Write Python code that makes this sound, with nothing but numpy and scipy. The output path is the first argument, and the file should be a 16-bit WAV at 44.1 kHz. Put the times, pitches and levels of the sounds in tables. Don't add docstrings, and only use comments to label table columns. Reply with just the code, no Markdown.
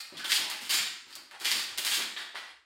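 import sys
import numpy as np
from scipy import signal
from scipy.fft import rfft, irfft
from scipy.io import wavfile

SR = 44100
rng = np.random.default_rng(int(sys.argv[2]) if len(sys.argv) > 2 else 0)


def int16_out(signal):
    q = np.round(np.clip(np.atleast_2d(signal).T, -1, 1) * 32767)
    wavfile.write(sys.argv[1], SR, q.astype(np.int16))


N = 116865

# (time [s], level [dB], body [dB], treble [dB], direct sound relative to the room send [dB])
CLICKS = [ (0.170, -39.5, -26, -8, 1), (0.196, -42.5, 0, -11, 6), (0.244, -39.5, 16, 0.5, 0.5),
          (0.295, -27.5, -18, -4.5, -5), (0.319, -25, -5.5, -16, 10.5), (0.361, -32, -4.5, -9, 8.5),
          (0.500, -45.5, 9, 10, 7), (0.513, -37, 3, -24, 6), (0.613, -46.5, 16, 3, -2),
          (0.694, -29, 6, 2, -5), (0.707, -31, 2, 2, 0.5), (0.737, -35, -4, 9, 2.5),
          (0.744, -35.5, 2.5, -2.5, 8.5), (0.788, -34, 3, -9, 6), (1.127, -52, -9, -7, 9),
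          (1.154, -52, -39, 4, 12.5), (1.162, -51.5, 17, -6, 4), (1.311, -62, -2, 0, 10),
          (1.394, -64, -8, 7, 3), (1.4, -46.5, -33, 0, 4), (1.409, -43, 15, 2.5, -4),
          (1.455, -32, -0.5, -15, 9.5), (1.463, -30.5, -9, -19, 5), (1.509, -32.5, -2.5, 2.5, 4.5),
          (1.516, -31, 0, -7, 10), (1.776, -39, 11.5, 6, 1.5), (1.783, -46.5, 11, 13.5, 10.5),
          (1.849, -37, 7.5, 6, 6.5), (1.867, -32, 3, -10, 6), (1.921, -29.5, -3.5, -6.5, 1),
          (2.164, -53, 10, -23, 16), (2.171, -40.5, 12, -8.5, -2), (2.355, -64, 14, -30, 25),
          (2.367, -41.5, -3, -12.5, 1)]
# (time [s], length [s], level [dB], body [dB], treble [dB])
SLIDES = [ (0.0, 0.0089, -41, 11, 3), (0.250, 0.049, -49.5, 0, 9.5), (0.305, 0.0618, -30.5, 1, 3),
          (0.37, .04, -47.5, 25.5, -15), (0.49, 0.077, -39.5, 3.5, -23), (0.61, 0.077, -46, 2, -0.5),
          (0.707, 0.082, -30, 2.5, -17.5), (0.80, 0.061, -53, 19.5, -15), (1.06, 0.085, -55, 13.5, -3),
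          (1.442, 0.044, -30, 3, -1), (1.50, 0.11, -37.5, 7.5, 0), (1.66, .07, -57, 6, -14),
          (1.775, 0.019, -32, 2.5, -14), (1.852, .11, -36, 3.5, 5.5), (1.96, 0.087, -37.5, 6.5, -23),
          (2.175, 0.023, -48.5, -10, -5)]
# (time [s], length [s], pitch [Hz], width [Hz], level [dB])
SQUEAKS = [(0.0, 0.0067, 4450, 716, -37), (0.169, 0.0027, 3480, 900, -37), (0.188, .012, 1540, 380, -41),
           (0.242, 0.0046, 3520, 890, -30), (0.249, 0.011, 1450, 220, -42),
           (0.293, 0.015, 1770, 447, -34.5), (0.455, 0.036, 838, 256, -48),
           (0.693, 0.038, 1700, 400, -46.5), (0.72, 0.065, 7230, 497, -41),
           (1.127, 0.0039, 4700, 595, -42.5), (1.16, 0.034, 4630, 800, -54), (1.335, 0.029, 795, 300, -55),
           (1.453, 0.028, 2010, 250, -39), (1.512, 0.0075, 4000, 2600, -30.5),
           (1.912, 0.0095, 3160, 1990, -27), (2.161, .012, 1890, 410, -39),
           (2.161, 0.014, 3540, 1090, -38.5), (2.353, 0.028, 1947, 120, -45)]
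# (time [s], length [s], level [dB])
RUSTLES = [(0.02, 0.13, -60), (0.14, .05, -51), (1.315, 0.037, -50), (1.41, .03, -46.5), (1.67, 0.079, -52),
           (1.97, 0.037, -41.5), (2.18, 0.044, -45.5), (2.346, 0.032, -44.5), (2.39, 0.13, -57.5)]
# (time [s], level [dB], centre pitch [Hz])
THUDS = [(0.123, -52, 320), (0.145, -61, 150), (0.27, -63, 330), (0.33, -58.5, 320), (0.395, -59, 185),
         (0.617, -59, 250), (0.80, -59.5, 160), (1.065, -66.5, 290), (1.17, -67.5, 280),
         (1.311, -53.5, 1600), (1.411, -60, 384), (1.47, -59.5, 330), (1.555, -54.5, 280), (1.706, -68, 75),
         (1.786, -54, 380), (1.971, -53.5, 337), (2.0, -55, 274), (2.345, -53, 700), (2.354, -44, 1440)]
# (frequency [Hz], relative level [dB])
GUN_COLOUR = [(90, -63), (200, -30.5), (340, -17.5), (460, -24), (620, -18.5), (960, -13.5), (1400, -9),
              (1900, -2.5), (2700, -1.5), (3150, 1), (3900, .5), (4650, 2.5), (5300, -1), (5900, -6.5),
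              (7300, -5), (8300, -6), (9500, -5.5), (10400, -11.5), (14000, -11.5), (16000, -18)]
# (frequency [Hz], relative level [dB], time to fall 60 dB [s])
STEEL_MODES = [(1550, -30, .3), (1793, -5, .25), (2700, -8.5, .2), (3090, 43, 0.1), (3195, -18, .3),
               (3250, -16, .25), (3720, -15, .25), (4240, -8, .25), (4840, 0, 0.48), (4662, 7, .25),
               (4940, 9, .2)]
# (frequency [Hz], relative level [dB])
CLOTH_COLOUR = [(100, -28.5), (300, -12.5), (800, 0.5), (1500, 0), (2600, 0), (4500, -1.5), (6500, -16.5),
                (9000, -11), (15000, -34)]
# (delay [s], level relative to the direct sound [dB])
ECHOES = [(.0052, -7.5), (.0085, -8), (0.0124, -10.5), (0.017, -22.5)]
# (frequency [Hz], time to fall 60 dB [s])
GARAGE_DECAY = [(100, 0.26), (250, 0.96), (530, 0.52), (1400, 0.7), (4200, 0.64), (7000, .6), (9500, 0.48),
                (11500, 0.43), (15000, 0.42)]
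# (frequency [Hz], relative level [dB])
AIR_COLOUR = [(20, -33), (32, -25), (44, -23), (60, 5), (80, -1), (115, -24), (280, -9.5), (600, -16.5),
              (2000, -9), (8000, -21), (16000, -45)]

CONTACT_S, CHATTER_S, CHATTER_DB, RING_DB = 0.0021, 0.0072, -7.5, -18
BLOW_S = 0.038
BODY_HZ, TREBLE_HZ = 1670, 5700
RIPPLE_DB = 12
SLIPS_PER_S, SLIP_SPREAD_DB, RUB_DB = 650, 4, -4.5
EDGE_S, CLUMP_DB, CLUMP_S = 0.0045, 4, 0.007
THUD_DECAY_S, THUD_OCTAVES = 0.0058, 0.64
THUD_DIRECT_DB, RUB_DIRECT_DB, DISTANCE_DB = 6.5, 6, -10.5
TAIL_BUILD_S = 0.003
AIR_DB = -74
LOW_CUT_HZ, HIGH_CUT_HZ = 42, 15900
FADE_START_S, FADE_DB_PER_S = 2.51, 47

T = np.arange(16384) / SR
HZ = np.fft.rfftfreq(len(T), 1 / SR)


def click(level_db, body_db, treble_db):
    envelope = np.exp(-T / CONTACT_S) + amp(CHATTER_DB) * np.exp(-T / CHATTER_S)
    contact = evened(rng.standard_normal(len(T)) * envelope)
    ring = np.zeros(len(T))
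    for hz, db, t60 in STEEL_MODES:
        strength = rng.standard_normal()
        ring += strength * amp(db - 60 * T / t60) * np.sin(2 * np.pi * hz * T)
    through_gun = unit(colour(contact, read(GUN_COLOUR, HZ)))
    both = through_gun + amp(RING_DB) * unit(ring)
    return amp(level_db) * colour(sized(both, BLOW_S), tone(body_db, treble_db))


def slide(length, level_db, body_db, treble_db):
    through_gun = colour(friction(length), read(GUN_COLOUR, HZ))
    return amp(level_db) * colour(sized(through_gun, length), tone(body_db, treble_db))


def squeak(length, hz, width, level_db):
    peak = -20 * np.log10(1 + (2 * (HZ - hz) / width) ** 2)
    return amp(level_db) * sized(colour(friction(length), peak), length)


def rustle(length, level_db):
    return amp(level_db) * sized(colour(friction(length), read(CLOTH_COLOUR, HZ)), length)


def friction(length):
    size_db = SLIP_SPREAD_DB * np.minimum(rng.exponential(1, len(T)), 3)
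    direction = rng.choice([-1, 1], len(T))
    slips = amp(size_db) * direction * (rng.random(len(T)) < SLIPS_PER_S / SR)
    rub = amp(RUB_DB) * rng.standard_normal(len(T))
    grip_db = np.interp(T / CLUMP_S, np.arange(len(T)), rng.uniform(-CLUMP_DB, CLUMP_DB, len(T)))
    return (unit(slips) + rub) * amp(grip_db) * stroke(length)


def stroke(length):
    attack = np.clip(T / EDGE_S, 0, 1)
    release = np.clip((length - T) / EDGE_S + 1, 0, 1)
    return attack * release


def thud(level_db, hz):
    spread = (np.log2((HZ + 1) / hz) / THUD_OCTAVES) ** 2
    far_above = (HZ / hz / 4) ** 4
    far_below = (hz / (HZ + 1) / 4) ** 2
    hump = -20 * np.log10(1 + spread + far_above + far_below)
    blow = evened(rng.standard_normal(len(T)) * np.exp(-T / THUD_DECAY_S))
    return amp(level_db) * sized(colour(blow, hump), BLOW_S)


def garage(direct, shares):
    near = direct.copy()
    for delay, db in ECHOES:
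        add(near, delay, amp(db) * direct)
    tails = sum(signal.fftconvolve(share, tail())[:N] for share in shares)
    return amp(DISTANCE_DB) * near + tails


def tail():
    hz, t, bands = signal.stft(rng.standard_normal(SR), SR, nperseg=256)
    decay = amp(-60 * t / read(GARAGE_DECAY, hz)[:, None])
    x = signal.istft(bands * decay, SR, nperseg=256)[1]
    x = x * (1 - np.exp(-np.arange(len(x)) / SR / TAIL_BUILD_S))
    return x / np.linalg.norm(x)


def air():
    gain = amp(read(AIR_COLOUR, np.fft.rfftfreq(N, 1 / SR)))
    return amp(AIR_DB) * unit(irfft(rfft(rng.standard_normal(N)) * gain, N))


def amp(db):
    return 10 ** (np.asarray(db) / 20)


def unit(x):
    return x / np.sqrt(np.mean(x ** 2) + 1e-20)


def sized(x, seconds):
    return unit(x) * np.sqrt(seconds / T[-1])


def read(points, hz):
    f, value = np.transpose(points)
    return np.interp(np.log(hz + 1), np.log(f + 1), value)


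def colour(x, db):
    both_sides = np.r_[db, db[-2:0:-1]]
    phase = -signal.hilbert(np.log(amp(both_sides) + 1e-6)).imag[:len(db)]
    return irfft(rfft(x) * amp(db) * np.exp(1j * phase))


def tone(body_db, treble_db):
    body = body_db / (1 + (HZ / BODY_HZ) ** 4)
    treble = treble_db / (1 + (TREBLE_HZ / (HZ + 1)) ** 4)
    return body + treble


def evened(x):
    size = unit(abs(rfft(x)))
    return colour(x, -20 * np.log10(size + amp(-RIPPLE_DB)))


def add(mix, s, sound):
    part = mix[max(round(s * SR), 0):][:len(sound)]
    part += sound[:len(part)]


def scene(count=7):
    events = [(s, click(db, body, treble), near) for s, db, body, treble, near in CLICKS]
    for table, source in (SLIDES, slide), (SQUEAKS, squeak), (RUSTLES, rustle):
        events += [(s, source(*row), RUB_DIRECT_DB) for s, *row in table]
    events += [(s, thud(*row), THUD_DIRECT_DB) for s, *row in THUDS]
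    direct, shares = np.zeros(N), np.zeros((count, N))
    for k, (s, sound, near_db) in enumerate(events):
        add(direct, s, amp(near_db) * sound)
        add(shares[k % count], s, sound)
    return np.tile(garage(direct, shares) + air(), (2, 1))


def record(dry):
    low_cut = signal.butter(4, LOW_CUT_HZ, "highpass", fs=SR, output="sos")
    heard = signal.sosfilt(low_cut, dry)
    fade = amp(-FADE_DB_PER_S * np.maximum(np.arange(N) / SR - FADE_START_S, 0))
    lowpass = signal.firwin(511, HIGH_CUT_HZ, window=("kaiser", 9), fs=SR)
    return signal.oaconvolve(heard * fade, lowpass[None], "same")


dry = scene()
out = record(dry)
int16_out(out)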